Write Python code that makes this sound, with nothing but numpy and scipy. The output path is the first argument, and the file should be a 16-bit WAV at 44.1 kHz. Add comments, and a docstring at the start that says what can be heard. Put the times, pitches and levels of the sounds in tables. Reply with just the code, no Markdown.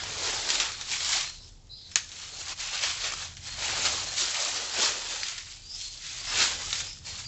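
"""Gusts in a mango tree

Wind stirs stiff leaves in a walled garden, heard in mono from under the branches.
Each swinging branch brings a swell of tiny leaf contacts that hiss, rub and flap.
Some leaves slap together, branches bump, and one twig snaps close by.
Farther off, a small bird whistles and two faint hoots sound over a low outdoor rumble."""
import sys
import numpy as np
from scipy import signal
from scipy.fft import rfft, irfft, next_fast_len
from scipy.io import wavfile
from scipy.ndimage import uniform_filter1d, map_coordinates

SR = 44100
rng = np.random.default_rng(int(sys.argv[2]) if len(sys.argv) > 2 else 0)


def file_out(sig):
    """Save sig as 16-bit WAV at sys.argv[1]."""
    # one column per channel
    cols = np.atleast_2d(sig).T
    # limit, then scale
    lim = np.clip(cols, -1, 1)
    pcm = np.round(lim * 32767).astype(np.int16)
    wavfile.write(sys.argv[1], SR, pcm)


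N = 320607
TIME = np.arange(N) / SR

# One branch swinging in the wind per row: peak_s, hiss_db, rise_s, fall_s, rub_db, flap_db
# Rise and fall are the time for a 10 dB change; rub and flap are relative to the hiss.
SWELLS = [(0.036, -44.5, 0.3, 0.108, 1, -15), (0.277, -34.5, 0.2, 0.26, -1, -5),
          (0.547, -33, 0.14, 0.0666, -3, -12.5), (0.616, -35, 0.03, 0.083, 1.5, -6),
          (0.921, -34.0, 0.02, 0.052, -1.5, -18), (1.169, -30.0, 0.21, 0.079, -2.5, -16),
          (1.463, -57, 0.1, 0.1, -13, -8), (1.89, -60.0, 0.1, 0.4, -11.5, -20),
          (2.231, -44.5, 0.186, 0.1, -0.5, -15), (2.415, -42.0, 0.126, 0.03, -10, -12.5),
          (2.517, -38.0, 0.073, 0.02, -1, -13), (2.609, -38.5, 0.03, 0.223, 0.5, -14.5),
          (2.743, -38.0, 0.0224, 0.097, 3, -11), (2.845, -32.0, 0.037, 0.11, 1, -12.5),
          (3.061, -35.0, 0.0674, 0.069, 2, -16), (3.228, -41.0, 0.13, 0.08, 0, -12),
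          (3.48, -42.5, 0.06, 0.06, -4, -17), (3.655, -36.5, 0.09, 0.37, 2, -9),
          (3.86, -31.0, 0.139, 0.1848, -4, -10.5), (4.21, -29, 0.0427, 0.07, -7.5, -17),
          (4.423, -34.0, 0.31, 0.174, -1.5, -11), (4.576, -37.5, 0.146, 0.18, -3, -6),
          (4.841, -27.5, 0.087, 0.097, -3, -6.5), (5.121, -38.5, 0.17, 0.121, -3, -9),
          (5.28, -41.0, 0.33, 0.16, 0, -28), (5.513, -48.0, 0.1, 0.11, -2.5, -29),
          (5.82, -41.0, 0.1, 0.186, -13, -28), (6.069, -42.5, 0.06, 0.38, -0.5, -28),
          (6.418, -27.0, 0.0865, 0.09, 0.5, -10.5), (6.6, -45.0, 0.1, 0.114, 0, -4.5),
          (6.792, -38, 0.31, 0.11, -5.5, -18), (7.074, -42.5, 0.02, 0.2, -4, -13),
          (7.191, -42.5, 0.056, 0.05, -2.5, -23)]
# Leaves and stalks slapping together: start_s, level_db, stalk_pitch_hz, relative_scrape_db
SLAPS = [(0.036, -21, 960, -11.5), (0.49, -12.5, 4230, -8.5), (0.503, -7, 3260, -10.5),
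         (0.555, -9.5, 3730, -22), (0.601, -9.5, 3710, -7), (0.719, -19.5, 4320, -13),
         (0.812, -17, 3700, -10.5), (1.915, -38, 3500, 0.5), (2.117, -29, 3890, -7.5),
         (2.482, -24, 3320, -15), (2.837, -10.5, 4250, -16), (3.122, -19, 1170, -13),
         (3.137, -15.5, 1300, -17), (3.369, -24, 3080, -12), (4.182, -12.5, 4440, -15.5),
         (4.358, -15, 2950, -21), (4.799, -17, 1440, -12), (5.233, -14, 4900, -17),
         (5.284, -28.5, 3660, 3.5), (5.38, -28, 1610, 1), (6.404, -9, 4260, -12), (6.706, -24.5, 2650, -1),
         (6.729, -9, 3800, -12), (6.754, -20.5, 2390, -7), (6.804, -15, 3640, -9.5)]
# The tones of the breaking twig: pitch_hz, level_db, fade_s (time to drop 60 dB)
TWIG_TONES = [(1000, -24, 0.0054), (1720, -18.5, 0.016), (2530, -17.5, 0.019), (4370, -14, .012),
              (6420, -5, 0.015), (6950, 0.5, 0.0054)]
# Branches swinging against each other: peak_s, level_db, length_s
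BUMPS = [(0.47, -48, 0.19), (1.964, -42, 0.0039), (3.8, -47, 0.17), (4.795, -33.5, 0.018),
         (6.412, -40, 0.037)]
# The bird's clear, repeated pip: start_s, pitch_hz, level_db
PIPS = [(.723, 4300, -42.5), (1.253, 4220, -38), (2.305, 4330, -41.5), (3.451, 4290, -39),
        (4.068, 4250, -37.5), (4.654, 4250, -40), (5.18, 4280, -39), (5.8, 4305, -39.5),
        (7.048, 4315, -37.5)]
# Its rising chirps: start_s, length_s, start_pitch_hz, level_db, rasp (0 is pure, 1 is rough)
CHIRPS = [(1.342, 0.077, 4180, -50, .6), (1.395, .067, 4900, -51, .7), (1.694, 0.059, 4060, -41, .22),
          (1.702, .11, 4850, -47.5, .35), (1.91, .03, 5260, -47, .3), (1.756, .15, 4000, -46.5, .65),
          (5.635, .06, 4700, -46, 0.04), (5.688, .085, 5060, -36.5, .27), (6.172, .05, 4650, -40.5, .2),
          (6.25, .072, 5080, -35.5, .18), (6.28, .08, 2620, -44, 0.45), (6.84, .088, 5020, -40, .45),
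          (7.246, .04, 4700, -37, .1)]
# Faint, distant hoots: peak_s, length_s, pitch_hz, level_db
HOOTS = [(2.385, .04, 802, -54), (2.495, .05, 784, -50)]
# How the background rises and falls: time_s, level_db
RUMBLE_LEVELS = [(0, -55), (1.45, -56.5), (2.1, -62), (2.55, -57.5), (3.3, -54), (4.05, -60), (4.5, -65),
                 (4.95, -64.5), (5.4, -59.5), (6.45, -55), (7.27, -55.5)]
BUFFET_LEVELS = [(0, -50), (.3, -51.5), (.55, -59.5), (.78, -53), (1.8, -58), (2.8, -57), (3.85, -47),
                 (4.1, -51.5), (4.4, -61), (6.1, -58), (6.45, -49.5), (6.62, -53), (7.27, -49.5)]

# The colour of each noise, or how strong it is from bass to treble: frequency_hz, level_db
HISS_COLOUR = [(800, -43.5), (2000, -16.5), (3200, -2.5), (4300, 0.5), (6000, -0.5), (7300, -0.5),
               (8500, -9)]  # leaf edges
RUB_COLOUR = [(600, -37.5), (1100, -11.5), (1700, -3), (2500, 1.5), (3200, -1.5), (4400, -3.5),
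              (7500, -27.5)]  # leaves rubbing
BLADE_COLOUR = [(350, -32), (640, -12), (800, -4.5), (1250, -3.5), (1700, -5), (2600, -13), (5000, -49)]  # the broad, flat part of a leaf
FLAP_COLOUR = [(100, -34.5), (220, -6), (340, 0), (600, 3.5), (820, -1), (1100, -10.5), (2000, -21.5),
               (5000, -43.5)]  # leaves flapping
CRACK_COLOUR = [(150, -22), (600, -24.5), (1500, -1), (3800, 0.5), (6500, 1.5), (8000, -5)]  # slaps and splinters
BUMP_COLOUR = [(70, -20), (180, -10.5), (300, -2), (470, -1), (700, -1), (1500, -26), (4000, -55)]  # branches meeting
RUMBLE_COLOUR = [(12, -31.5), (26, -13.5), (35, 0), (46, -12), (70, -18), (200, -47.5)]  # deep outdoor rumble
BUFFET_COLOUR = [(35, -18), (60, -6.5), (83, 2.5), (120, -3), (165, -9), (220, -19), (500, -36.5),
                 (1500, -67.5)]  # low buffeting of the air
WASH_COLOUR = [(60, -13.5), (160, -3), (290, -2), (600, -8), (950, -10), (1500, -32), (3000, -17.5),
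               (8000, -24.5)]  # the neighbourhood

# The garden's echo: frequency_hz, fade_s (time to drop 60 dB)
GARDEN_ECHO = [(200, .25), (2000, 0.39), (5000, 0.46), (8000, 0.26)]
# How the microphone dulls the top treble: frequency_hz, gain_db
MICROPHONE = [(7400, -1), (7750, -2.5), (8050, -13), (8350, -18.5), (8600, -40)]


def foliage():
    """Stronger wind brings more leaf contacts; twigs shake them into quick clumps."""
    hiss_db, rub_db, flap_db = swells()
    rate = 1500 * amp(.6 * (hiss_db - hiss_db.mean()))  # contacts a second
    shake = wobble(70)
    hiss = contacts(HISS_COLOUR, rate, spread_db=4.5, blur_db=4, leaf_db=1.3, echo_db=1.25)
    hiss *= amp(hiss_db + 6 + .6 * shake)
    rub = contacts(RUB_COLOUR, rate, spread_db=3.5, blur_db=-.5, leaf_db=1.5, echo_db=2)
    rub *= amp(rub_db + .5 + .77 * shake)
    # the broad blades sound only when leaves both rub and flap
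    blade = contacts(BLADE_COLOUR, rate, spread_db=4.5, blur_db=1, leaf_db=.5, echo_db=2.5)
    blade *= amp(.51 * flap_db + .49 * rub_db + .5 + 1.52 * shake)
    flutter = amp(flap_db - 2 + 1.8 * wobble(35))
    flap = flutter * contacts(FLAP_COLOUR, rate, spread_db=3, blur_db=-2.5, leaf_db=1, echo_db=3.5)
    return hiss + rub + blade + flap


def swells():
    """Each branch swing builds and dies away; together they set the hiss, rub and flap levels in dB."""
    calm_db = -72.5  # the leaves never stand quite still
    turn_s = .005  # rounds off each peak
    power = np.full((3, N), amp(calm_db) ** 2)
    for peak_s, level_db, rise_s, fall_s, rub_db, flap_db in SWELLS:
        near = slice(max(int((peak_s - 5 * rise_s) * SR), 0), int((peak_s + 5 * fall_s) * SR))
        lag_s = TIME[near] - peak_s
        drop_db = 10 * (np.hypot(lag_s, turn_s) - turn_s) / np.where(lag_s < 0, rise_s, fall_s)
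        shares = amp([0, rub_db, flap_db])
        power[:, near] += np.outer(shares, amp(level_db - drop_db)) ** 2
    hiss_db, rub_db, flap_db = 10 * np.log10(power)
    part_below_db = -44  # in weaker wind the leaves part, so rub and flap fade faster
    parted_db = .23 * np.minimum(hiss_db - part_below_db, 0)
    return hiss_db, rub_db + parted_db, flap_db + parted_db


def contacts(colour, rate, spread_db, blur_db, leaf_db, echo_db):
    """Leaves touch in tiny ticks of uneven strength, over the blur of distant ones."""
    strength = amp(spread_db * np.minimum(rng.exponential(size=N), 4))
    ticks = (rng.random(N) < rate / SR) * strength * rng.choice([-1, 1], N)
    rustle = normalise(ticks / np.sqrt(rate)) + amp(blur_db) * rng.standard_normal(N)
    rustle = patchy(rustle, leaf_db, size=128)  # each leaf has its own broad colour
    rustle = patchy(rustle, echo_db, size=1024)  # echoes between leaves add narrow peaks and dips
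    return normalise(coloured(rustle, colour))


def slaps():
    """Two leaves meet with a sharp tick and a dead knock of the stalk, then scrape apart."""
    leaves, stalks = np.zeros((2, N))
    t = np.arange(SR // 4) / SR
    for start_s, level_db, stalk_hz, scrape_db in SLAPS:
        tick, scrape = rng.standard_normal((2, len(t)))
        tick *= fade(t, level_db - 4.5, fade_s=.011)
        scrape *= fade(t, level_db + scrape_db, fade_s=.093)
        add(leaves, start_s, tick + scrape)
        add(leaves, start_s, amp(level_db - 5.5) * np.ones(2))  # the first touch is a single push
        add(stalks, start_s, fade(t, level_db - 8.5, fade_s=.018) * sine(stalk_hz, t))
    return garden(coloured(leaves, CRACK_COLOUR) + stalks, echo_db=-9)


def twig_snap():
    """The twig breaks with a short ring; fibres splinter and nearby leaves scatter the crack."""
    snap_s, last_fibre_s = 1.9573, 1.9675
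    wood, splinters = np.zeros((2, N))
    t = np.arange(SR // 4) / SR
    ring = sum(fade(t, db, fade_s) * sine(hz, t) for hz, db, fade_s in TWIG_TONES)
    attack = 1 - np.exp(-t / .00041)
    add(wood, snap_s, amp(.5) * attack * ring)
    add(wood, last_fibre_s, fade(t, -18, fade_s=.0055) * ring)
    burst = fade(t, -23.5, fade_s=.011) + fade(t, -15.5, fade_s=.14)
    add(splinters, snap_s, burst * rng.standard_normal(len(t)))
    return garden(wood + coloured(splinters, CRACK_COLOUR), echo_db=-14)


def branch_bumps():
    """Branches meet through a cushion of leaves: a soft, dull thud."""
    push = sum(amp(db) * hump(peak_s, length_s) for peak_s, db, length_s in BUMPS)
    return push * noise(BUMP_COLOUR)


def bird():
    """Thin gliding whistles, roughened by a fast uneven trill and blurred by the trees in between."""
    pip_s, pip_fall_hz, pip_rasp = .055, 60, .1
    chirp_rise_hz_per_s, trill_hz = 1500, 85
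    pips = [(start_s, pip_s, hz, -pip_fall_hz, db, pip_rasp) for start_s, hz, db in PIPS]
    chirps = [(start_s, length_s, hz, chirp_rise_hz_per_s * length_s, db, rasp)
              for start_s, length_s, hz, db, rasp in CHIRPS]
    song = np.zeros(N)
    for start_s, length_s, start_hz, glide_hz, level_db, rasp in pips + chirps:
        progress = np.linspace(0, 1, int(length_s * SR))
        t = progress * length_s
        waver = map_coordinates(rng.standard_normal(128), [t * 700], mode="wrap")
        pitch_hz = start_hz + glide_hz * progress + rasp * (380 * sine(trill_hz, t) + 400 * waver)
        loudness = amp(level_db - .7) * np.sqrt(np.abs(np.sin(np.pi * progress)))
        add(song, start_s, loudness * np.sin(2 * np.pi * np.cumsum(pitch_hz) / SR))
    return garden(song, echo_db=-2.5)


def hoots():
    """Two soft, far-off hoots, each a pure tone that fades in and out."""
    tones = sum(amp(db) * hump(peak_s, length_s) * sine(hz, TIME) for peak_s, length_s, hz, db in HOOTS)
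    return garden(tones, echo_db=-12)


def air():
    """Deep outdoor rumble, soft buffeting and the steady wash of the neighbourhood."""
    rumble = amp(over_time(RUMBLE_LEVELS) + 2.5) * noise(RUMBLE_COLOUR)
    buffet = amp(over_time(BUFFET_LEVELS) + .9) * noise(BUFFET_COLOUR)
    return rumble + buffet + amp(-65) * noise(WASH_COLOUR)


def garden(sound, echo_db):
    """Leaves and walls scatter a sound, adding a short echo."""
    hz, t, bands = signal.stft(rng.standard_normal(SR // 2), SR, nperseg=256)
    fade_s = over_frequency(GARDEN_ECHO, hz)[:, None]
    tail = signal.istft(bands * fade(t, 0, fade_s), SR, nperseg=256)[1]
    return sound + amp(echo_db) * signal.fftconvolve(sound, tail / np.linalg.norm(tail))[:N]


def patchy(sound, depth_db, size):
    """Let the colour drift in patches; a larger size makes them narrower and longer-lived."""
    bands = signal.stft(sound, nperseg=size)[2]
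    patches = uniform_filter1d(rng.standard_normal(bands.shape), size=4, axis=0)  # smooth over frequency
    patches = uniform_filter1d(patches, size=8, axis=1)  # and over time
    return signal.istft(bands * amp(depth_db * normalise(patches)), nperseg=size)[1][:N]


def amp(db):
    """Turn decibels into a multiplier."""
    return 10 ** (np.asarray(db) / 20)


def normalise(sound):
    """Scale to an average power of 1."""
    return sound / np.sqrt(np.mean(sound ** 2) + 1e-20)


def sine(hz, t):
    """A pure tone."""
    return np.sin(2 * np.pi * hz * t)


def fade(t, start_db, fade_s):
    """A level that drops 60 dB every fade_s seconds."""
    return amp(start_db - 60 * t / fade_s)


def hump(peak_s, length_s):
    """A smooth rise to 1 and back."""
    return np.exp(-2 * ((TIME - peak_s) / length_s) ** 2)


def wobble(rate):
    """A smooth curve through `rate` random points a second."""
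    return map_coordinates(rng.standard_normal(int(N * rate / SR) + 4), [TIME * rate])


def over_time(table):
    """Join a table's points into one value per sample."""
    return np.interp(TIME, *np.transpose(table))


def over_frequency(table, hz):
    """Read between a table's points, with octaves evenly spaced."""
    table_hz, values = np.transpose(table)
    return np.interp(np.log(hz + 1), np.log(table_hz + 1), values)


def filtered(sound, gain_at):
    """Turn each frequency up or down by gain_at(hz)."""
    size = next_fast_len(N + SR // 2)
    return irfft(rfft(sound, size) * gain_at(np.fft.rfftfreq(size, 1 / SR)), size)[..., :N]


def coloured(sound, colour):
    """Shape bass and treble with a colour table."""
    return filtered(sound, lambda hz: amp(over_frequency(colour, hz)))


def noise(colour):
    """Steady noise of one colour."""
    return normalise(coloured(rng.standard_normal(N), colour))


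def add(track, start_s, sound):
    """Mix a sound into the track."""
    part = track[max(round(start_s * SR), 0):][:len(sound)]
    part += sound[:len(part)]


def scene():
    """The tree, the bird, the hoots and the air, alike in both channels."""
    mono = foliage() + slaps() + branch_bumps() + twig_snap() + bird() + hoots() + air()
    return np.array([mono, mono])


def record(dry):
    """The microphone dulls the top treble, and nothing above top_hz is kept."""
    top_hz = 8700
    return filtered(dry, lambda hz: amp(over_frequency(MICROPHONE, hz)) * (hz < top_hz))


dry = scene()
out = record(dry)
file_out(out)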